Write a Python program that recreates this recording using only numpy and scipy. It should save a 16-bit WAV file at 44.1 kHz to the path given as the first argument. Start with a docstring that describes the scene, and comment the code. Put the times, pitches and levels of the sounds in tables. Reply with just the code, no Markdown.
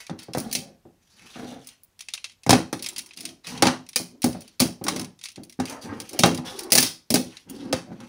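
"""Magnetic tiles on a table

Hands join hollow plastic magnetic tiles on a table in a small room, close to the microphone.
Magnets snap tiles together and knock the table; tiles in the hand tick; tiles and knuckles bump the top.
Each contact is a blow ringing table and tile modes in six bands, plus room reverberation.
Dragged tiles groan and scrape, and plastic rubs: both are trains of tiny random slips, resonated."""
import sys
import numpy as np
from scipy import signal
from scipy.fft import rfft, irfft
from scipy.io import wavfile
from scipy.ndimage import uniform_filter1d

SR = 44100
rng = np.random.default_rng(int(sys.argv[2]) if len(sys.argv) > 2 else 0)


def unload_audio(sound):
    """Save the sound as a 16-bit wav file, at the path given as the first command line argument."""
    columns = np.transpose(np.atleast_2d(sound))
    # keep every value between -1 and 1, then stretch to whole-number steps
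    steps = np.round(np.clip(columns, -1, 1) * 32767)
    wavfile.write(sys.argv[1], SR, steps.astype(np.int16))


N = 356416


def amp(db):
    """Decibels to gain."""
    return 10 ** (np.asarray(db) / 20)


def evened(x):
    """Scales to rms 1."""
    return x / np.sqrt(np.mean(x ** 2) + 1e-20)


def unit(x):
    """Scales to the energy of 10 ms at rms 1."""
    return x * np.sqrt(SR / 100 / np.sum(x ** 2))


def read(points, hz):
    """Reads a table along a logarithmic frequency axis."""
    f, value = np.transpose(points)
    return np.interp(np.log(hz + 1), np.log(f + 1), value)


def add(mix, start_s, sound):
    """Adds a sound to the mix at start_s."""
    part = mix[max(round(start_s * SR), 0):][:len(sound)]
    part += sound[:len(part)]


def coloured(x, colour):
    """Gives x a spectrum, at rms 1."""
    gain = amp(read(colour, np.fft.rfftfreq(len(x), 1 / SR)))
    return evened(irfft(rfft(x) * gain, len(x)))


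# reverberation time: freq_hz, t60_s
ROOM = [(100, 0.32), (400, 0.33), (1500, 0.27), (5000, 0.28), (10000, 0.25), (15500, .23)]


def room(build_s=0.0035):
    """One path through the room: sparse reflections, decaying at a rate set by frequency; energy 1."""
    t = np.arange(SR // 3) / SR
    present = rng.random(len(t)) < 0.15
    taps = rng.standard_normal(len(t)) * present * (1 - np.exp(-(t / build_s) ** 2))
    hz, at_s, z = signal.stft(taps, SR, nperseg=256)
    decay = amp(-60 * at_s / read(ROOM, hz)[:, None])
    tail = signal.istft(z * decay, SR)[1][:len(t)]
    return tail / np.linalg.norm(tail)


def heard(dry, wet_db):
    """A stroke and its reverberation, scaled to hold the power."""
    out = amp(wet_db) * signal.fftconvolve(dry, room())
    add(out, 0, dry)
    return out / np.hypot(1, amp(wet_db))


def ring(modes, t, detune, damping=1):
    """Struck-body modes: sign and pitch vary with the point of contact, decay with the grip."""
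    hz, db, t60_s = np.transpose(modes)[:, :, None]
    side, shift = rng.standard_normal((2, len(modes), 1))
    decay = amp(db - 60 * damping * t / t60_s)
    return (np.sign(side) * decay * np.sin(2 * np.pi * hz * (1 + detune * shift) * t)).sum(0)


# room hiss spectrum: freq_hz, relative_db_per_hz
AIR_COLOUR = [(25, 7), (100, 6.5), (250, -0.5), (600, -7.5), (2000, -11), (4200, -12), (8000, -11),
              (13000, -12), (16000, -15)]


def air():
    """Steady coloured noise: the faint hiss of the room."""
    return amp(-66) * coloured(rng.standard_normal(N), AIR_COLOUR)


def stroke(length_s, attack_s, release_s, swell_db):
    """A hand's push: it sets in, grows or eases steadily, and lets go."""
    t = np.arange(0, length_s, 1 / SR)
    fade = np.minimum(t / attack_s, 1) * np.minimum((length_s - t) / release_s, 1)
    return fade * amp(swell_db * (t / length_s - 0.5))


def waver(count):
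    """Slow chance changes of the grip, at rms 1."""
    return evened(uniform_filter1d(uniform_filter1d(rng.standard_normal(count), size=2000), size=1000))


def slips(count, per_s, spread_db, catch_db):
    """Tiny slips of uneven size, in clumps as the surfaces catch and let go."""
    clumps = evened(uniform_filter1d(uniform_filter1d(rng.standard_normal(count), size=600), size=400))
    size_db = spread_db * np.minimum(rng.exponential(1, count), 3) + catch_db * np.tanh(clumps)
    return rng.choice([-1, 1], count) * amp(size_db) * (rng.random(count) < per_s / SR)


def resonate(x, hz, width_hz):
    """A resonance whose centre follows the curve hz."""
    turn = np.exp(2j * np.pi * np.cumsum(hz) / SR)
    r = np.exp(-np.pi * width_hz / SR)
    return 2 * (turn * signal.lfilter([1 - r], [1, -r], x / turn)).real


# main modes of a hollow tile, before detuning and damping: freq_hz, relative_db, t60_s
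TILE = [(1965, -11, 0.029), (2670, -2.5, 0.023), (3230, -1, 0.017), (3920, -5.5, 0.028),
        (4368, -3.5, 0.033), (4966, -6.5, 0.015), (5530, -8.5, 0.026), (5690, -1, 0.011),
        (9200, -5.5, 0.016), (10100, -2.5, .015)]
# spectrum of rubbing grains: freq_hz, relative_db_per_hz
RUB_COLOUR = [(300, -10), (1200, -4), (2500, -4.5), (4300, -2.5), (6000, -1), (7600, -10), (9800, -6),
              (12500, -17.5), (15000, -13.5), (16000, -21.5)]


def rub(length_s, level_db, swell_db):
    """Fine slips ring the shell; one resonance wanders and the colour shifts as the contact moves."""
    push = stroke(length_s, attack_s=0.012, release_s=0.025, swell_db=swell_db)
    count = len(push)
    grains = coloured(slips(count, per_s=3000, spread_db=4.0, catch_db=5.0), RUB_COLOUR)
    shell = signal.fftconvolve(grains, ring(TILE, np.arange(SR // 20) / SR, detune=0.023))[:count]
    edge_hz = 3200 * np.exp(0.27 * waver(count))
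    edge = resonate(grains, edge_hz, width_hz=350)
    grains = grains + amp(-8) * evened(shell) + amp(-4) * evened(edge)
    dull = signal.sosfiltfilt(signal.butter(2, 4500, fs=SR, output="sos"), grains)
    bright = grains - dull
    tilt_db = 2.0 * waver(count)
    rubbing = evened(dull * amp(-tilt_db) + bright * amp(tilt_db))
    return heard(amp(level_db) * push * rubbing, wet_db=-2.0)


# plastic on plastic and skin: start_s, length_s, level_db (mid-stroke), swell_db (over the stroke)
RUBS = [(0.0, 0.054, -51, -43), (0.183, 0.073, -47.5, -8), (0.408, 0.22, -53.5, -5),
        (1.001, 0.34, -57.5, 24.5), (1.322, 0.24, -49, 1), (1.577, 0.17, -58, 10),
        (2.762, 0.14, -58.5, 9.5), (3.187, 0.14, -52, 6.5), (3.433, 0.1, -42.5, 7),
        (3.466, 0.15, -43.5, -5), (4.331, 0.23, -58.5, -8), (5.663, 0.092, -43.5, -8),
        (5.81, 0.056, -41, 8), (5.898, 0.35, -52, 8), (6.446, 0.22, -44, -14.5), (6.805, 0.096, -29.5, -15),
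        (7.252, 0.19, -55, -4), (7.482, 0.24, -53.5, -13.5), (7.828, 0.32, -60.5, 13)]


def rubs():
    """Plastic rubbing on plastic and skin, stroke by stroke."""
    out = np.zeros(N)
    for start_s, *row in RUBS:
        add(out, start_s, rub(*row))
    return out


# main modes of the table top, before detuning and damping: freq_hz, relative_db, t60_s
TABLE = [(131.3, -4, 0.098), (173.6, -1, 0.26), (248.9, 5.5, 0.17), (323.4, -2.5, 0.24), (409, -2, .1),
         (553, -4, 0.098), (726, -4, 0.034), (793, 8.5, 0.028), (947, -13.5, 0.039), (1224, -2.5, 0.041),
         (1530, -12.5, 0.097)]
# spectrum of the weaker modes around them: freq_hz, relative_db_per_hz
SHELL = [(60, 8.5), (130, 8.5), (280, 2.5), (450, -6.5), (800, 5), (1100, 6.5), (1800, 2.5), (3000, -8),
         (5000, -0.5), (6300, 0), (7700, -9.5), (9600, 2), (13200, -12.5), (15200, 5.5)]


def answer():
    """Room-gathered sound of all directions: smooth tile colour, main modes standing out."""
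    t = np.arange(SR // 8) / SR
    path = room()
    modes = amp(-8) * ring(TABLE, t, detune=0.02, damping=1.7) + ring(TILE, t, detune=0.035)
    ringing = evened(signal.fftconvolve(room(), modes)[:len(path)])
    return coloured(path, SHELL) + amp(-5.5) * ringing


# thud, knock, clack, click, crack, fizz: low_hz, high_hz, t60_s (weaker modes, damping 1),
# room_db (re the band level, before wet_db)
BANDS = [(88, 652, 0.11, -5), (510, 2010, 0.023, -6), (2128, 4034, 0.066, -5), (4346, 8080, 0.035, -5),
         (8130, 12000, 0.027, -4), (11700, 15800, .02, -5.5)]


def blow(levels_db, filters, tails, wet_db, damping, chatter_db, table_db, tile_db, spike_db,
         table_modes=TABLE, tile_modes=TILE, rise_s=0.00012):
    """One edge strikes, the other seats a few ms later, the tile chatters to rest; the room answers."""
    t = np.arange(SR // 8) / SR
    modes = amp(table_db) * ring(table_modes, t, detune=0.012, damping=damping)
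    modes += amp(tile_db) * ring(tile_modes, t, detune=0.02, damping=damping)
    hiss = rng.standard_normal(len(t))
    add(hiss, 2 * rise_s, [amp(spike_db)])  # the first hard touch is a single spike
    crowd = coloured(hiss, SHELL)

    touches = np.zeros(len(t))  # energy of each touch
    touches[0] = 1
    add(touches, 0.0038 * rng.uniform(0.53, 1.3), [amp(-4) ** 2])  # seating
    for touch_s in 0.008 * rng.uniform(0.27, 2.3, size=3):
        add(touches, touch_s, [amp(chatter_db) ** 2])

    attack = 1 - np.exp(-t / rise_s)
    out = np.zeros(len(tails[0]))
    for db, sos, tail, (_, _, t60_s, room_db) in zip(levels_db, filters, tails, BANDS):
        decay = amp(-60 * damping / (t60_s * SR)) ** 2  # energy kept per sample
        energy = signal.lfilter([1], [1, -decay], touches)
        direct = signal.sosfilt(sos, attack * (modes + crowd * np.sqrt(energy)))
        add(out, 0, amp(db) * unit(direct))
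        out += amp(db + room_db + wet_db) * tail
    return out


def tile_levels(click_db, brightness_db, colour_db):
    """Four tile bands: a harder contact tilts them upwards, pivoting on the click."""
    return click_db + np.array(colour_db) + brightness_db * (np.arange(len(colour_db)) - 1)


# tile on tile, off the table: start_s, click_db (before the tick trim), brightness_db_per_band,
# ring_hz (mode that rings most)
TICKS = [(0.0667, -44, -1.5, 2360), (0.0961, -47, -4.5, 3660), (0.1894, -43.5, -1.5, 5200),
         (0.3341, -36, -0.5, 5500), (0.4002, -37, 7.5, 9780), (0.5132, -37, 1.5, 4470),
         (1.6711, -44, 7.5, 9870), (1.6882, -45.5, 0, 8500), (1.8341, -62.5, 15.5, 10200),
         (1.9914, -45.5, 0, 5700), (2.006, -41, -2, 10140), (2.0851, -37, -4, 2620),
         (2.1365, -28.5, -1, 3680), (2.1766, -47, -12, 2640), (2.2423, -33, -4.5, 2670),
         (2.4336, -47.5, -0.5, 2540), (2.8239, -34, 5, 10410), (2.8418, -35.5, -1, 5500),
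         (2.8615, -29, -0.5, 5130), (2.8872, -32, 3.5, 7360), (2.9624, -35, -1, 4900),
         (2.9811, -31.5, 5, 10340), (2.9901, -32.5, 1, 10300), (3.1084, -54, -13, 2460),
         (3.1728, -39, 1, 4830), (3.2061, -37.5, 3.5, 5130), (3.2525, -31, 2, 9000), (3.4692, -36, 0, 2540),
         (3.5759, -40, -3.5, 3350), (3.8891, -40.5, 3.5, 5670), (3.9313, -47, -3, 5070),
         (4.2191, -34, 4.5, 5830), (4.2296, -34.5, -2, 10200), (4.3282, -43.5, 1.5, 4640),
         (4.4063, -47.5, 6, 9000), (4.4182, -47.5, 3, 5700), (4.4777, -49, 1.5, 4500),
         (4.596, -32, -3, 4300), (4.8395, -35, 6.5, 8940), (4.9953, -32, 3, 5270), (5.0134, -37.5, 2, 5850),
         (5.0451, -41, 1, 6150), (5.19, -53.5, -0.5, 3650), (5.2377, -36, 0, 3690),
         (5.2556, -35.5, -1.5, 4540), (5.2858, -41.5, -0.5, 9150), (5.3584, -45, -2, 9350),
         (5.4339, -46.5, 4.5, 4620), (5.496, -46.5, 2, 5460), (5.6545, -36, 0.5, 4700),
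         (5.6966, -38.5, 3.5, 5900), (6.0008, -34, 3, 9750), (6.0923, -40, 4, 6060),
         (6.1319, -39.5, 4, 5500), (6.3462, -34.5, 3.5, 9680), (6.3753, -36, 0.5, 4700),
         (6.5902, -32, 4.5, 9800), (6.6339, -42, 6, 4640), (6.7034, -38, 1.5, 5640),
         (7.369, -44, -5.5, 3920), (7.4976, -45.5, 9.5, 6850), (8.0029, -50, -2, 5990)]
# clack, click, crack, fizz of a tick re its click level: relative_db
TICK_COLOUR_DB = [-2, 0, -5, -15.5]


def ticks(filters, tails):
    """Clear and faint touches of tile on tile; held in the hand, they barely reach the table."""
    out = np.zeros(N)
    for k, (start_s, click_db, brightness_db, ring_hz) in enumerate(TICKS + jostle_ticks()):
        tile_db = tile_levels(click_db, brightness_db, TICK_COLOUR_DB)
        levels_db = (tile_db[0] - 36, tile_db[0] - 17, *tile_db)
        favoured = (ring_hz, 4.5, 0.036)  # Hz, dB, t60 s
        tick = blow(levels_db, filters, tails[k % len(tails)], wet_db=-6.5, damping=1.1,
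                    chatter_db=-12, table_db=-28.0, tile_db=-10.5, spike_db=12.0,
                    tile_modes=TILE + [favoured], rise_s=0.00034)
        add(out, start_s, amp(-2.5) * tick)  # tick trim
    return out


# mode favoured by a contact on the table, thud band: relative_db, t60_s
THUD_RING = (7, .13)
# tiles and knuckles on the table: start_s, thud_db, knock_db (before the bump trim),
# thud_hz (table mode that rings most)
BUMPS = [(0.0952, -27, -34.5, 167), (0.1076, -28.5, -61, 191), (0.2834, -33, -46.5, 245),
         (0.8518, -39.5, -57, 343), (1.3568, -35, -40, 149), (2.5452, -16, -31, 248.4),
         (3.683, -34, -18.5, 342), (3.9971, -29, -41, 257), (4.2601, -21, -35, 240),
         (4.3472, -27, -42, 190), (4.6482, -27, -34, 257), (4.812, -27.5, -42.5, 247),
         (4.9968, -31, -41.5, 270), (5.3768, -33.5, -51.5, 247), (5.5899, -21, -39, 261),
         (6.2539, -13.5, -26, 242), (6.2788, -16, -37, 222), (6.3846, -25, -36, 143),
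         (7.122, -26, -54, 279), (7.916, -33.5, -44, 179)]


def bumps(filters, tails):
    """Soft bumps on the table top, which barely ring the tiles."""
    out = np.zeros(N)
    for k, (start_s, thud_db, knock_db, thud_hz) in enumerate(BUMPS):
        levels_db = (thud_db, knock_db, knock_db - 17, knock_db - 22, knock_db - 32)  # no fizz
        bump = blow(levels_db, filters, tails[-k % len(tails)], wet_db=1.5, damping=1.0,
                    chatter_db=-5, table_db=-7.5, tile_db=-27.5, spike_db=15.5,
                    table_modes=TABLE + [(thud_hz, *THUD_RING)])
        add(out, start_s, amp(-3) * bump)  # bump trim
    return out


# loose tiles jostling in the hand: start_s, length_s, level_db (mean click, before the tick trim)
JOSTLES = [(0.195, 0.042, -49), (1.409, 0.27, -60), (2.003, 0.033, -40.5), (2.261, 0.077, -56.5),
           (2.788, 0.24, -47.5), (3.051, 0.26, -49), (3.858, 0.02, -54), (5.204, 0.13, -51),
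           (5.507, 0.037, -50.5)]
JOSTLE_PER_S, JOSTLE_SPREAD_DB = 36, 5


def jostle_ticks():
    """Jostled tiles touch at uneven moments, each with its own strength, hardness and favoured mode."""
    rows = []
    for start_s, length_s, level_db in JOSTLES:
        count = max(round(length_s * JOSTLE_PER_S), 1)
        for k, (when, size, hard, mode) in enumerate(rng.random((count, 4))):
            touch_s = start_s + length_s * (k + when) / count
            click_db = level_db + JOSTLE_SPREAD_DB * (2 * size - 1)
            brightness_db = JOSTLE_SPREAD_DB * (2 * hard - 1)
            ring_hz = TILE[int(mode * len(TILE))][0]
            rows.append((touch_s, click_db, brightness_db, ring_hz))
    return rows


# modes favoured by a snap, in the knock band and in the tile: relative_db, t60_s
KNOCK_RING = (5.3, 0.069)
TILE_RING = (7.2, .025)
# clack, click, crack, fizz of a snap re its click level: relative_db
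SNAP_COLOUR_DB = [-4.5, 0, -5, -10.5]
# magnets joining tiles: start_s, thud_db, knock_db, click_db (before the snap trim),
# brightness_db_per_band, thud_hz, knock_hz, tile_hz (modes that ring most)
SNAPS = [(0.348, -25.5, -26, -39.5, -2, 510, 720, 4040), (0.372, -22, -32.5, -43, 4, 253, 610, 9740),
         (0.3818, -39, -53, -34, 3.5, 260, 602, 9700), (0.5273, -44, -48, -27.5, 4, 226, 1790, 4330),
         (0.5506, -30.5, -47, -23, -0.5, 236, 665, 4170), (2.4635, -21, -29.5, -38, -2.5, 134, 802, 2090),
         (2.4931, -9, -16, -18.5, -1.5, 244, 690, 5330), (2.5051, -17, -16, -15, -1, 258, 1033, 5400),
         (2.5288, -11, -11.5, -21, -5, 240, 778, 5060), (2.7277, -23, -28, -32, -0.5, 296, 746, 6070),
         (3.6228, -14.5, -12.5, -16.5, -2, 325, 830, 5570), (3.6539, -17, -20.5, -29, -8, 253, 930, 4630),
         (3.6683, -15, -20, -22, -5, 263, 905, 4400), (3.9587, -33, -32.5, -18.5, 1.5, 490, 1816, 4780),
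         (4.2413, -12.5, -26.5, -24.5, 3, 246, 750, 9660), (4.601, -17.5, -27, -17, 2, 252, 1162, 4370),
         (4.6176, -14, -30.5, -25, -1, 255, 748, 4400), (4.866, -42.5, -30, -35, -4.5, 161, 1440, 5550),
         (4.8822, -37, -22.5, -22.5, -1, 145, 1100, 5730), (4.9612, -26.5, -40.5, -33, -1, 308, 606, 5920),
         (5.599, -22.5, -26, -36, -2.5, 254, 810, 3890), (6.1906, -18.5, -35.5, -19.5, 1, 224, 694, 4360),
         (6.2345, -8.5, -11.5, -16, -6, 251.3, 800, 3640), (6.2586, -17.5, -25, -28.5, 3, 240, 630, 6000),
         (6.72, -25, -29, -14.5, 2.5, 190, 667, 5070), (6.7296, -24.5, -29.5, -20, 6, 505, 624, 5700),
         (6.7523, -24, -23.5, -15, 3.5, 173, 655, 4480), (6.7767, -29, -29.5, -17, 1, 124, 1690, 5970),
         (6.782, -20, -24.5, -13.5, 0.5, 122, 1750, 5980), (6.802, -36.5, -37.5, -24, 5.5, 253, 818, 5660),
         (6.8267, -25.5, -35.5, -20, 3, 264, 595, 4900), (7.1034, -19.5, -41, -23, 2.5, 216, 640, 5160),
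         (7.1405, -11, -30, -18, 3, 280, 626, 5160), (7.156, -19, -26, -23, -2, 282, 823, 4540),
         (7.7264, -19, -21, -25, -2.5, 511, 660, 4960)]


def snaps(filters, tails):
    """Magnets pull tiles together: sharp blows that ring the tiles and the table."""
    out = np.zeros(N)
    for k, row in enumerate(SNAPS):
        start_s, thud_db, knock_db, click_db, brightness_db, thud_hz, knock_hz, tile_hz = row
        levels_db = (thud_db, knock_db, *tile_levels(click_db, brightness_db, SNAP_COLOUR_DB))
        snap = blow(levels_db, filters, tails[k % len(tails)], wet_db=-1.0, damping=1.05,
                    chatter_db=-16, table_db=-12.5, tile_db=-15, spike_db=6, rise_s=0.00033,
                    table_modes=TABLE + [(thud_hz, *THUD_RING), (knock_hz, *KNOCK_RING)],
                    tile_modes=TILE + [(tile_hz, *TILE_RING)])
        add(out, start_s, amp(-1.5) * snap)  # snap trim
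    return out


def contacts():
    """Ticks, bumps and snaps share the band filters and 24 room answers."""
    filters = [signal.butter(4, (low_hz, high_hz), "band", fs=SR, output="sos")
               for low_hz, high_hz, _, _ in BANDS]
    paths = [answer() for _ in range(24)]
    tails = [[unit(signal.sosfilt(sos, path)) for sos in filters] for path in paths]
    return ticks(filters, tails) + bumps(filters, tails) + snaps(filters, tails)


# spectrum of the slide, relative: freq_hz, relative_db_per_hz
SCRAPE_COLOUR = [(40, -8), (90, 3.5), (200, -5.5), (450, 8), (700, 7.5), (1000, 1), (1500, -3.5),
                 (2200, -8), (3200, -20.5), (8000, -48)]


def slide(length_s, groan_db, pitch_hz, scrape_db, swell_db):
    """Dragging makes the table groan at a pitch that wanders with the pressure, under a dull scrape."""
    push = stroke(length_s, attack_s=0.049, release_s=0.053, swell_db=swell_db)
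    count = len(push)
    hz = pitch_hz * (1 + 0.1 * waver(count))
    drive = slips(count, per_s=1500, spread_db=3, catch_db=3.5)
    groan = evened(resonate(resonate(drive, hz, width_hz=75), hz, width_hz=490))
    table_ring = ring(TABLE, np.arange(SR // 8) / SR, detune=0.054, damping=1.9)
    top = signal.fftconvolve(drive, table_ring)[:count]
    scrape = coloured(evened(drive) + amp(-12) * evened(top), SCRAPE_COLOUR)
    return heard(push * (amp(groan_db) * groan + amp(scrape_db) * scrape), wet_db=-4.0)


# tiles dragged over the table: start_s, length_s, groan_db (mid-stroke), pitch_hz (centre),
# scrape_db (mid-stroke), swell_db (over the stroke)
SLIDES = [(0.4, 0.13, -40.5, 215, -42.5, -6), (0.541, 0.24, -49.5, 212, -52, -15),
          (1.098, 0.2, -64.5, 189, -66.5, 26), (1.35, 0.28, -43.5, 270, -42.5, -12.5),
          (2.776, 0.34, -55.5, 278, -57, -6), (3.146, 0.21, -47, 272, -54.5, 0),
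          (3.447, 0.24, -40.5, 205, -42, 9), (4.095, 0.098, -48.5, 254, -77, -1),
          (4.83, 0.24, -34.5, 233, -40, -6.5), (5.365, 0.087, -39, 245, -49, -8.5),
          (5.67, 0.22, -50.5, 260, -45, -28), (5.827, 0.24, -37.5, 245, -38.5, -9.5),
          (6.1, 0.088, -38.5, 294, -37.5, 7.5), (6.408, 0.16, -51.5, 246, -41, -4.5),
          (6.513, 0.35, -43.5, 387, -44, 0), (7.451, 0.3, -37.5, 249, -47.5, 11),
          (7.83, 0.15, -42.5, 190, -48.5, 9), (7.986, 0.1, -45, 202, -44.5, -24)]


def slides():
    """Tiles dragged over the table, stroke by stroke."""
    out = np.zeros(N)
    for start_s, *row in SLIDES:
        add(out, start_s, slide(*row))
    return out


def scene():
    """Contacts, sliding and rubbing over the faint hiss of the room."""
    return (air() + rubs() + contacts() + slides())[None]


# noise suppressor: freq_hz, threshold_db
HUSH = [(1000, -82.5), (3000, -74.5), (6000, -69.5), (9000, -62.5), (14000, -64.5)]


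def suppress(x, depth_db=7, knee_db=6):
    """Noise suppressor: bands that fall below their threshold are turned down."""
    hz, _, z = signal.stft(x, SR, nperseg=256)
    smooth = uniform_filter1d(uniform_filter1d(abs(z) ** 2, size=7, axis=1), size=3, axis=2)
    power = smooth * len(hz)
    under_db = read(HUSH, hz)[:, None] - 10 * np.log10(abs(power) + 1e-14)
    gain = amp(-depth_db * (1 + np.tanh(under_db / knee_db)) / 2)
    return signal.istft(z * gain, SR)[1][:, :N]


def record(dry):
    """Microphone: clips at full scale, passes no deep bass; then noise suppression and a band limit."""
    high_pass = signal.butter(2, 35, "high", fs=SR, output="sos")
    thin = signal.sosfilt(high_pass, np.clip(dry, -1, 1))
    low_pass = signal.firwin(301, 15750, window=("kaiser", 7), fs=SR)
    return signal.oaconvolve(suppress(thin), low_pass[None], "same")


dry = scene()
out = record(dry)
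unload_audio(out)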